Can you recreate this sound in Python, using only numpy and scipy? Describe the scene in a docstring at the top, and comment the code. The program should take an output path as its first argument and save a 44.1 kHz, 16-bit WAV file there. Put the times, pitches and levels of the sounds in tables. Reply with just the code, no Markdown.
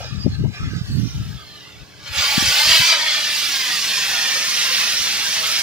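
"""A wet concrete patio outdoors, rinsed by a spray gun on a hose: a soft hiss, then the full jet opens and sweeps the slab.
The water is noise mixed with single impacts, coloured as nozzle hiss, splash, mist and a deep drumming.
Delayed copies off the ground, a wall and a post make the spray sound hollow as the nozzle moves.
Gusts of low noise and single swings knock on the two microphone ports; a faint motor of three sines hums
far away, and short puffs of noise are scuffs close by."""
import sys
import numpy as np
from scipy import signal
from scipy.fft import rfft, irfft, next_fast_len
from scipy.io import wavfile
from scipy.ndimage import uniform_filter1d, map_coordinates

SR = 44100
rng = np.random.default_rng(int(sys.argv[2]) if len(sys.argv) > 2 else 0)


def transcribe(u):
    """Save the signal u as a 16-bit wav file named by the first command-line argument.

    u: samples, shape (n,) or (channels, n), limited to [-1, 1]; the rate is SR.
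    q: integer samples, one column per channel.
    """
    v = np.clip(np.atleast_2d(u).T, -1, 1)
    q = np.round(v * 32767).astype(np.int16)
    wavfile.write(sys.argv[1], SR, q)


N = 247842

# Colour of the outdoor air. Each row: frequency in Hz, relative level in dB per Hz.
AIR_COLOUR = [(20, -54), (100, -6), (300, -7), (700, -6), (2000, -23), (15000, -28.5)]
# Tones of the far motor. Each row: frequency in Hz, rms level in dB.
MOTOR_TONES = [(179, -60.5), (298, -61.5), (417, -61)]
# Brief scuffs close by. Each row: middle in seconds, length in seconds, level in dB, pitch in Hz.
SCUFFS = [(0.005, 0.019, -35, 597), (0.037, 0.049, -42.5, 760), (0.056, 0.039, -43, 534),
          (0.267, .016, -32, 600), (0.452, 0.0218, -42, 740), (0.467, 0.0134, -49, 834)]

# The breeze between gusts, before its lumps and left-right offset. Each row: time in seconds, level in dB.
BREEZE_LEVEL = [(0, -37), (.4, -28.5), (.55, -41.5), (1.2, -31), (1.45, -47.5), (2.6, -51.5), (3.0, -75),
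                (5.62, -59)]
# Colour of the breeze. Each row: frequency in Hz, relative level in dB per Hz.
BREEZE_COLOUR = [(20, -32), (45, -12), (75, 6.5), (130, 5.5), (220, -13.5), (400, -28), (1000, -68)]
# Gusts of wind. Each row: start in seconds, length in seconds, left level in dB, right level in dB.
GUSTS = [(.1, 0.13, -23.5, -49), (0.238, 0.056, -15.5, -30), (0.278, 0.073, -26.5, -25),
         (0.383, 0.13, -18, -31.5), (0.59, 0.11, -22, -26), (0.692, .11, -36, -22),
         (0.874, 0.095, -29, -21.5), (0.926, 0.16, -48, -17), (1.132, 0.11, -24, -32),
         (1.242, 0.14, -28, -43), (1.796, .045, -36, -53), (2.083, 0.061, -32.5, -58),
         (2.159, 0.059, -29.5, -58), (2.389, 0.14, -29.5, -39), (2.647, 0.088, -31.5, -41),
         (2.787, 0.041, -25.5, -42), (4.99, 0.043, -37.5, -60)]
# The hardest eddies, each a single knock. Each row: middle in seconds, pitch of the swing in Hz,
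# strength in dB before the swing is shaped, share on the right port from 0 to 1.
KNOCKS = [(0.265, 260, -2, 0.076), (0.413, 110, -13, 0.94), (0.441, 287, -7, 0.022), (.736, 292, -17.5, 1),
          (0.815, 130, -9.5, 1), (.998, 179, -8, 1), (2.381, 197.5, -3.5, 0.01), (2.427, 240, -12, 0)]

# Water drumming on the slab as the jet comes near. Each row: time in seconds, level in dB.
DRUMMING_LEVEL = [(0, -67), (2.0, -58), (2.3, -78), (3.2, -53), (3.8, -47.5), (4.5, -50), (5.1, -47),
                  (5.62, -51.5)]
# Colour of the drumming. Each row: frequency in Hz, relative level in dB per Hz.
DRUMMING_COLOUR = [(30, -39), (70, 2), (130, 4), (220, 4), (400, -3), (600, -6), (1100, -41), (3000, -50)]

# Strength of the water while it trickles. Each row: time in seconds, level in dB.
TRICKLE_FLOW = [(0.0, -41), (0.244, -45), (0.27, -47.5), (0.352, -44.5), (0.362, -50.5), (0.504, -50),
                (0.548, -42.5), (0.782, -43.5), (0.824, -47), (0.858, -44), (1.618, -44), (1.95, -49)]
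# Strength of the water from just before the full jet opens. Each row: time in seconds, level in dB.
JET_FLOW = [(2.02, -45.5), (2.08, -32.5), (2.1, -37.5), (2.18, -21.5), (2.46, -17.5), (2.48, -17),
            (2.69, -15.5), (2.71, -14), (2.93, -16), (2.95, -19), (3.27, -22), (4.25, -22), (4.47, -22.5),
            (4.79, -20.5), (5.05, -23), (5.43, -23), (5.62, -21.5)]
# Where the jet is aimed sets the mix. Each row: time in seconds, splash in dB, mist in dB, both next to the flow.
AIM = [(0, -3, -12), (.13, -9, -23), (.45, -5, -13), (.6, -7.5, -22), (.92, -13.5, -7.5), (1.9, -8.5, -17),
       (2.25, -9, -10.5), (2.8, -12.5, -10.5), (3.0, -12, -19.5), (3.4, -16.5, -10), (4.3, -13, -12),
       (5.62, -15.5, -10)]
# Colour of the hiss when trickling. Each row: frequency in Hz, relative level in dB per Hz.
TRICKLE_COLOUR = [(590, -45), (1000, -76), (1140, -5.5), (1480, -2), (2090, -5.5), (2290, -4.5), (2930, -1),
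                  (5230, -2), (7350, -13.5), (9000, -24), (11700, -43), (19800, -120)]
# Colour of the hiss at full blast. Each row: frequency in Hz, relative level in dB per Hz.
BLAST_COLOUR = [(590, -32.5), (1000, -22), (1540, -11), (1700, -8), (2310, -5), (2910, -5.5), (3130, -1.5),
                (3370, -5), (4860, -2.5), (8290, -20.5), (9000, -21), (11700, -38), (19800, -120)]
# Colour of the hiss when sweeping the slab. Each row: frequency in Hz, relative level in dB per Hz.
SWEEP_COLOUR = [(590, -74), (1000, -16.5), (1390, -12), (1820, -5.5), (2270, -5.5), (3270, -2.5),
                (3790, -3.5), (4270, -3), (5630, -2), (7990, -18.5), (9000, -17), (11700, -26.5),
                (19800, -120)]
# Colour of the splash on the slab. Each row: frequency in Hz, relative level in dB per Hz.
SPLASH_COLOUR = [(100, -20.5), (300, -18.5), (450, -3.5), (620, -2.5), (900, -0.5), (1300, 1.5),
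                 (1800, 0.5), (3000, -2.5), (6000, -43)]
# Colour of the fine mist. Each row: frequency in Hz, relative level in dB per Hz.
MIST_COLOUR = [(4500, -12), (7000, 3.5), (8300, -4.5), (10500, -2), (12500, -3.5), (13900, -13), (14600, 3),
               (15600, -1)]
# Hollow peaks and dips that slide through the hiss as the nozzle turns. Each row: start in seconds,
# length in seconds, first centre in Hz, last centre in Hz, width in Hz, lift in dB (negative for a dip).
SWISHES = [(0, .11, 5700, 5350, 696, 8), (.18, 0.085, 4940, 4700, 250, 17),
           (.29, 0.14, 4150, 4300, 300, 13.5), (0.476, 0.31, 2250, 1930, 220, 13.5),
           (.52, .29, 1500, 1400, 200, 9.5), (.87, 0.13, 4500, 4300, 250, 11.5),
           (0.972, 0.26, 5570, 6300, 550, 10.5), (1.004, 0.27, 3600, 2850, 150, 3),
           (1.352, 0.51, 3350, 2460, 150, 10.5), (1.36, .42, 4350, 3500, 150, 10),
           (2.017, 0.33, 2160, 2360, 323, 4.5), (2.55, 0.46, 3400, 4297, 890, 1.5),
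           (2.942, 0.32, 3410, 3360, 70, 6), (3.0, .75, 700, 1400, 350, -2.5),
           (3.85, 1, 1980, 1820, 300, 1.5)]

# How much later the ground echo arrives as the nozzle moves. Each row: time in seconds, delay in ms.
GROUND_DELAY = [(0, 2.4), (.66, 2.41), (1.7, 3.53), (2.5, 3.53), (2.88, 2.92), (3.15, 3.35), (3.45, 3.38),
                (4.15, 5.42), (5.25, 6.16), (5.62, 6.15)]
# How alike the two ports are. Each row: frequency in Hz, likeness from 0 to 1.
PORT_LIKENESS = [(100, .9), (600, .92), (1300, .81), (3000, .81), (5000, .71), (8000, .4), (15000, .25)]
# Balance of the ports, before the bearing scales it. Each row: frequency in Hz, left minus right in dB.
PORT_BALANCE = [(100, 0), (700, -1), (1300, -3), (2400, 0), (4400, -3), (8100, -5), (10500, -13),
                (15000, -10)]
# Where the jet lies. Each row: time in seconds, lag of the left port in ms, factor on the balance.
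BEARING = [(0, 0.072, 1.15), (.75, 0.13, 1), (1.3, 0.041, 0.98), (2.88, 0.015, .3), (3.05, 0.035, 0.72),
           (3.7, 0.016, 0.76), (4.4, 0.048, 0.9), (5.62, 0.047, 0.75)]
# Sound bends round the housing to the left port. Each row: frequency in Hz, extra lag in radians.
BEND = [(100, 0), (700, 0.37), (1300, 0.64), (2300, 0.29), (4000, 0.21), (15000, 0.19)]

TREBLE_EDGE_HZ = 15650
SIZE, HOP = 1024, 256  # samples per spectrum frame, and between frames
TIME = np.arange(N) / SR
FRAME_S = np.arange(N // HOP + 5) * HOP / SR
BIN_HZ = np.fft.rfftfreq(SIZE, 1 / SR)

BREEZE_LEFT_DB = 1.5  # added on the left, taken off on the right
BREEZE_LUMPS_DB, LUMP_S = 5, 0.11
GUST_RAMP_S, GUST_OCTAVES = .018, 0.7  # rise and fall; width of the rumble
GUST_HZ, GUST_DB_PER_OCTAVE = 108.3, 25  # pitch of a gust of -22.5 dB; harder gusts sound higher
OPENS_S, OPENING_S = 2.28, 0.25  # the nozzle opens: middle and length
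TURNS_S, TURNING_S = 3.62, 1  # the jet turns to sweep the slab: middle and length
FAR_SPLASH_HZ, FAR_SPLASH_CUT_DB = 503, 10.5  # splash that lands far off has little low end
GROUND_ECHO, ECHO_FALL = 0.59, 0.39  # strength at a delay of 3 ms, and the power by which it falls with delay
WALL_PATH, WALL_ECHO = .73, 0.23  # shares of the ground echo's delay and strength
WALL_SKEW_MS = 0.15  # the wall is to the side, so the left port hears its echo first
POST_S, POST_PASS_S, POST_MS, POST_ECHO = 4.11, 0.16, 1.147, 0.7  # a short echo as the nozzle passes a post


def amp(db):
    """Turns decibels into gain."""
    return 10 ** (np.asarray(db) / 20)


def unit(x):
    """Scales to rms 1."""
    return x / np.sqrt(np.mean(x ** 2) + 1e-20)


def at_hz(points, hz):
    """Reads a spectrum on a log-frequency axis."""
    f, value = np.transpose(points)
    return np.interp(np.log(hz + 1), np.log(np.abs(f) + 1), value)


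def at_time(rows, t):
    """Reads every column of a table that changes over time."""
    s, *columns = np.transpose(rows)
    return [np.interp(t, s, c) for c in columns]


def ramp(t, middle_s, length_s):
    """Goes from 0 to 1 around a moment."""
    return np.clip((t - middle_s) / length_s + .5, 0, 1)


def stages(t, trickle, blast, sweep):
    """Blends a property of the water from trickle to blast to sweep."""
    opened = ramp(t, OPENS_S, OPENING_S)
    turned = ramp(t, TURNS_S, TURNING_S)
    full_jet = (1 - turned) * blast + turned * sweep
    return (1 - opened) * trickle + opened * full_jet


def wander(length_s):
    """A slow random curve at rms 1, drawn as straight lines between random values."""
    return unit(np.interp(TIME / length_s, np.arange(600), rng.standard_normal(600)))


def patches(length_s, width_hz):
    """A smooth random field over frames and bins, at rms 1."""
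    field = rng.standard_normal((len(FRAME_S), len(BIN_HZ)))
    for axis, span in enumerate([length_s * SR / HOP, width_hz * SIZE / SR]):
        slowness = np.fft.fftfreq(field.shape[axis]) * span
        smoothing = np.expand_dims(np.exp(-2 * slowness ** 2), 1 - axis)
        field = np.fft.ifft(np.fft.fft(field, axis=axis) * smoothing, axis=axis).real
    return unit(field)


def coloured(x, points):
    """Gives a sound a fixed spectrum, at rms 1."""
    size = next_fast_len(N)
    gain = amp(at_hz(points, np.fft.rfftfreq(size, 1 / SR)))
    return unit(irfft(rfft(x, size) * gain, size)[..., :N])


def noise_band(noise, hz, octaves):
    """Keeps a bell-shaped band of noise around hz."""
    f = np.fft.rfftfreq(noise.shape[-1], 1 / SR) + 1
    return irfft(rfft(noise) * np.exp(-.5 * (np.log2(f / hz) / octaves) ** 2))


def add(mix, middle_s, sound):
    """Mixes a sound in, centred on a moment."""
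    first = max(0, round(middle_s * SR - sound.shape[-1] / 2))
    part = mix[:, first:][:, :sound.shape[-1]]
    part += sound[..., :part.shape[1]]


def puff(length_s, hz, octaves):
    """A short swell of noise around one pitch, at rms 1."""
    count = int(length_s * SR)
    band = noise_band(rng.standard_normal(8192), hz, octaves)[:count]
    return unit(band * signal.windows.tukey(count, .7))


def motor():
    """Steady tones of a far motor, whose pitches waver together."""
    waver = unit(np.interp(TIME, np.linspace(0, TIME[-1], 30), rng.standard_normal(30)))
    turns = np.cumsum(1 + 0.0054 * waver) / SR
    hum = np.zeros(N)
    for hz, db in MOTOR_TONES:
        hum += amp(db) * np.sqrt(2) * np.sin(2 * np.pi * (hz * turns + rng.random()))
    return hum


def yard():
    """Outdoor air is steady noise; the motor hums in it, and scuffs are short puffs of noise."""
    air = amp(-52.0) * coloured(rng.standard_normal((2, N)), AIR_COLOUR)
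    out = air + motor()
    for s, length_s, db, hz in SCUFFS:
        add(out, s, amp(db) * puff(length_s, hz, octaves=0.24))
    return out


def gust(length_s, db):
    """Low turbulence at one port: it rises, holds and falls, higher in pitch the harder it blows."""
    hz = GUST_HZ * 2 ** ((db + 22.5) / GUST_DB_PER_OCTAVE)
    t = np.arange(0, length_s, 1 / SR)
    rumble = noise_band(rng.standard_normal(SR // 2), hz, GUST_OCTAVES)[:len(t)]
    to_edge_s = np.minimum(t, length_s - t)
    swell = np.sin(np.pi / 2 * np.clip(to_edge_s / GUST_RAMP_S, 0, 1)) ** 2
    return amp(db) * unit(swell * rumble)


def knock(hz, db, right):
    """A hard eddy pushes the membrane in one quick swing: a sine inside a narrow bell."""
    cycles = np.arange(-1000, 1000) / SR * hz
    swing = np.sin(2 * np.pi * cycles) * np.exp(-.5 * (cycles / 0.4) ** 2)
    return amp(db) * np.array([[1 - right], [right]]) * swing


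def wind():
    """Gusts hit each port on their own, over a lumpy breeze, with knocks from the hardest eddies."""
    breeze_db, = at_time(BREEZE_LEVEL, TIME)
    ports_db = [breeze_db + side * BREEZE_LEFT_DB + BREEZE_LUMPS_DB * wander(LUMP_S) for side in (1, -1)]
    out = amp(ports_db) * coloured(rng.standard_normal((2, N)), BREEZE_COLOUR)
    for start_s, length_s, left_db, right_db in GUSTS:
        ports = np.array([gust(length_s, left_db), gust(length_s, right_db)])
        add(out, start_s + length_s / 2, ports)
    for s, hz, db, right in KNOCKS:
        add(out, s, knock(hz, db, right))
    return out


def drops(per_s, spread_db, share):
    """Two streams of water noise: a smooth rush mixed with single impacts of uneven size."""
    size = amp(spread_db * np.minimum(rng.exponential(1, (2, N)), 4.5))
    signed = size * rng.choice([-1, 1], (2, N))
    impacts = unit(signed * (rng.random((2, N)) < per_s / SR))
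    rush = rng.standard_normal((2, N))
    return np.sqrt(share) * impacts + np.sqrt(1 - share) * rush  # share of the power in impacts


def at_ports(streams, colour_db):
    """Colours two streams and shares them between the ports by lag and balance, with the mid kept near rms 1."""
    padded = np.pad(streams, ((0, 0), (0, 2 * SIZE)))
    spectra = signal.stft(padded, nperseg=SIZE, noverlap=SIZE - HOP)[2]
    a, b = spectra.transpose(0, 2, 1)[:, :len(FRAME_S)]
    same = np.clip(at_hz(PORT_LIKENESS, BIN_HZ), 0, 1)
    lag_ms, side = at_time(BEARING, FRAME_S[:, None])
    # each port has its own notches
    uneven_db = stages(FRAME_S[:, None], 5.4, 4.6, 0.84) * patches(length_s=0.1, width_hz=87)
    lean = amp((side * at_hz(PORT_BALANCE, BIN_HZ) + uneven_db) / 2)
    late = np.exp(-1j * (2 * np.pi * BIN_HZ * lag_ms / 1000 + at_hz(BEND, BIN_HZ)))
    left = a * lean * late
    right = (same * a + np.sqrt(1 - same ** 2) * b) / lean
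    z = np.array([left, right]) * amp(colour_db)
    x = signal.istft(z.transpose(0, 2, 1), nperseg=SIZE, noverlap=SIZE - HOP)[1][:, :N]
    mid_power = uniform_filter1d(x.mean(0) ** 2, size=16000)
    return x / np.sqrt(mid_power + 1e-20)


def drumming():
    """Heavy drops thud and gurgle on the wet concrete: sparse impacts in low, restless noise."""
    level_db, = at_time(DRUMMING_LEVEL, TIME)
    gurgle_db = 2.7 * patches(length_s=0.023, width_hz=390)
    water = drops(per_s=610, spread_db=7.5, share=0.26)
    return amp(level_db) * at_ports(water, at_hz(DRUMMING_COLOUR, BIN_HZ) + gurgle_db)


def ripple(length_s, width_hz):
    """Peaks and notches of scattered sound; they glide down as paths lengthen and leave the broad colour alone."""
    field = patches(length_s, width_hz)
    field = field - uniform_filter1d(field, size=21, axis=1)
    path_ms, = at_time(GROUND_DELAY, FRAME_S[:, None])
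    frame, column = np.indices(field.shape)
    stretch = (path_ms / path_ms.mean()) ** .5
    return unit(map_coordinates(field, [frame, column * stretch], order=1, mode="mirror"))


def swishes():
    """Each swish swells, glides and fades: dB over frames and bins."""
    lift_db = 0
    for start_s, length_s, first_hz, last_hz, width_hz, db in SWISHES:
        u = np.clip((FRAME_S[:, None] - start_s) / length_s, 0, 1)
        centre_hz = first_hz + (last_hz - first_hz) * u
        swell = np.sqrt(np.abs(np.sin(np.pi * u)))
        lift_db = lift_db + db * swell * np.exp(-.5 * ((BIN_HZ - centre_hz) / width_hz) ** 2)
    return lift_db


def nozzle_hiss(shimmer_db):
    """Water forced through the nozzle: dense noise whose colour follows the strength and turning of the jet."""
    colours = [at_hz(points, BIN_HZ) for points in (TRICKLE_COLOUR, BLAST_COLOUR, SWEEP_COLOUR)]
    colour_db = stages(FRAME_S[:, None], *colours) + swishes()
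    water = drops(per_s=5000, spread_db=3.5, share=0.28)
    return amp(-0.1) * at_ports(water, colour_db + shimmer_db)


def slab_splash(level_db, shimmer_db):
    """Water breaking on the slab: fewer impacts, with the low end thinned during the blast."""
    slosh_db = 1.2 * wander(length_s=0.076)  # the jet meets puddles and bare slab
    far = stages(FRAME_S[:, None], 0, 0.92, 0)
    thin_db = FAR_SPLASH_CUT_DB * far / (1 + (BIN_HZ / FAR_SPLASH_HZ) ** 10)
    water = drops(per_s=2500, spread_db=2.5, share=0.28)
    return amp(level_db + slosh_db) * at_ports(water, at_hz(SPLASH_COLOUR, BIN_HZ) - thin_db + shimmer_db)


def fine_mist(level_db, shimmer_db):
    """Tiny drops: bright noise that comes in uneven spurts."""
    spurts_db = 0.62 * patches(length_s=0.022, width_hz=13000)
    water = drops(per_s=6300, spread_db=3.5, share=0.16)
    return amp(level_db) * at_ports(water, at_hz(MIST_COLOUR, BIN_HZ) + spurts_db + shimmer_db)


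def spray():
    """Nozzle hiss, splash and mist follow one flow, and flutter as the jet breaks up."""
    flow_db, = at_time(list(TRICKLE_FLOW) + list(JET_FLOW), TIME)
    splash_db, mist_db = at_time(AIM, TIME)
    flutter_db = 0.7 * patches(length_s=0.045, width_hz=3600) + patches(length_s=0.025, width_hz=400)
    # scattered paths drift in and out of step, most of all while the weak jet is a small source
    broad_db = stages(FRAME_S[:, None], 2.6, 1.4, 1.3) * ripple(length_s=.065, width_hz=170)
    ripple_db = broad_db + 2.9 * ripple(length_s=.11, width_hz=24)
    hiss = nozzle_hiss(flutter_db + ripple_db)
    splash = slab_splash(splash_db, flutter_db + 1.37 * ripple_db)
    mist = fine_mist(mist_db, flutter_db + ripple_db)
    return amp(flow_db + 0.02) * (hiss + splash + mist)


def echo(x, delay_ms, dull_hz, skew_ms=0):
    """A delayed copy of the spray; rough surfaces scatter its treble."""
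    places = [np.arange(N) - (delay_ms + side * skew_ms / 2) * SR / 1000 for side in (-1, 1)]
    dull = signal.sosfiltfilt(signal.butter(1, dull_hz, fs=SR, output="sos"), x)
    return np.array([map_coordinates(c, [place], order=3) for c, place in zip(dull, places)])


def patio(water):
    """Echoes off the ground, a wall and a post comb the spray; longer ground paths are weaker."""
    path_ms, = at_time(GROUND_DELAY, TIME)
    strength = GROUND_ECHO * (3 / path_ms) ** ECHO_FALL
    ground = echo(water, path_ms, dull_hz=7400)
    wall = WALL_ECHO * echo(water, WALL_PATH * path_ms, dull_hz=4800, skew_ms=WALL_SKEW_MS)
    passing = np.exp(-.5 * ((TIME - POST_S) / POST_PASS_S) ** 2)
    post = POST_ECHO * passing * echo(water, POST_MS, dull_hz=4870)
    return water + strength * (ground + wall) + post


def scene():
    """The yard, the wind, and water on the patio."""
    return yard() + wind() + drumming() + patio(spray())


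def record(dry):
    """The microphone's low cut, then a steep limit on the treble."""
    thinned = signal.sosfilt(signal.butter(2, 36, "highpass", fs=SR, output="sos"), dry)
    treble_limit = signal.firwin(1023, TREBLE_EDGE_HZ, window=("kaiser", 9), fs=SR)
    return signal.oaconvolve(thinned, treble_limit[None], "same", axes=1)


dry = scene()
out = record(dry)
transcribe(out)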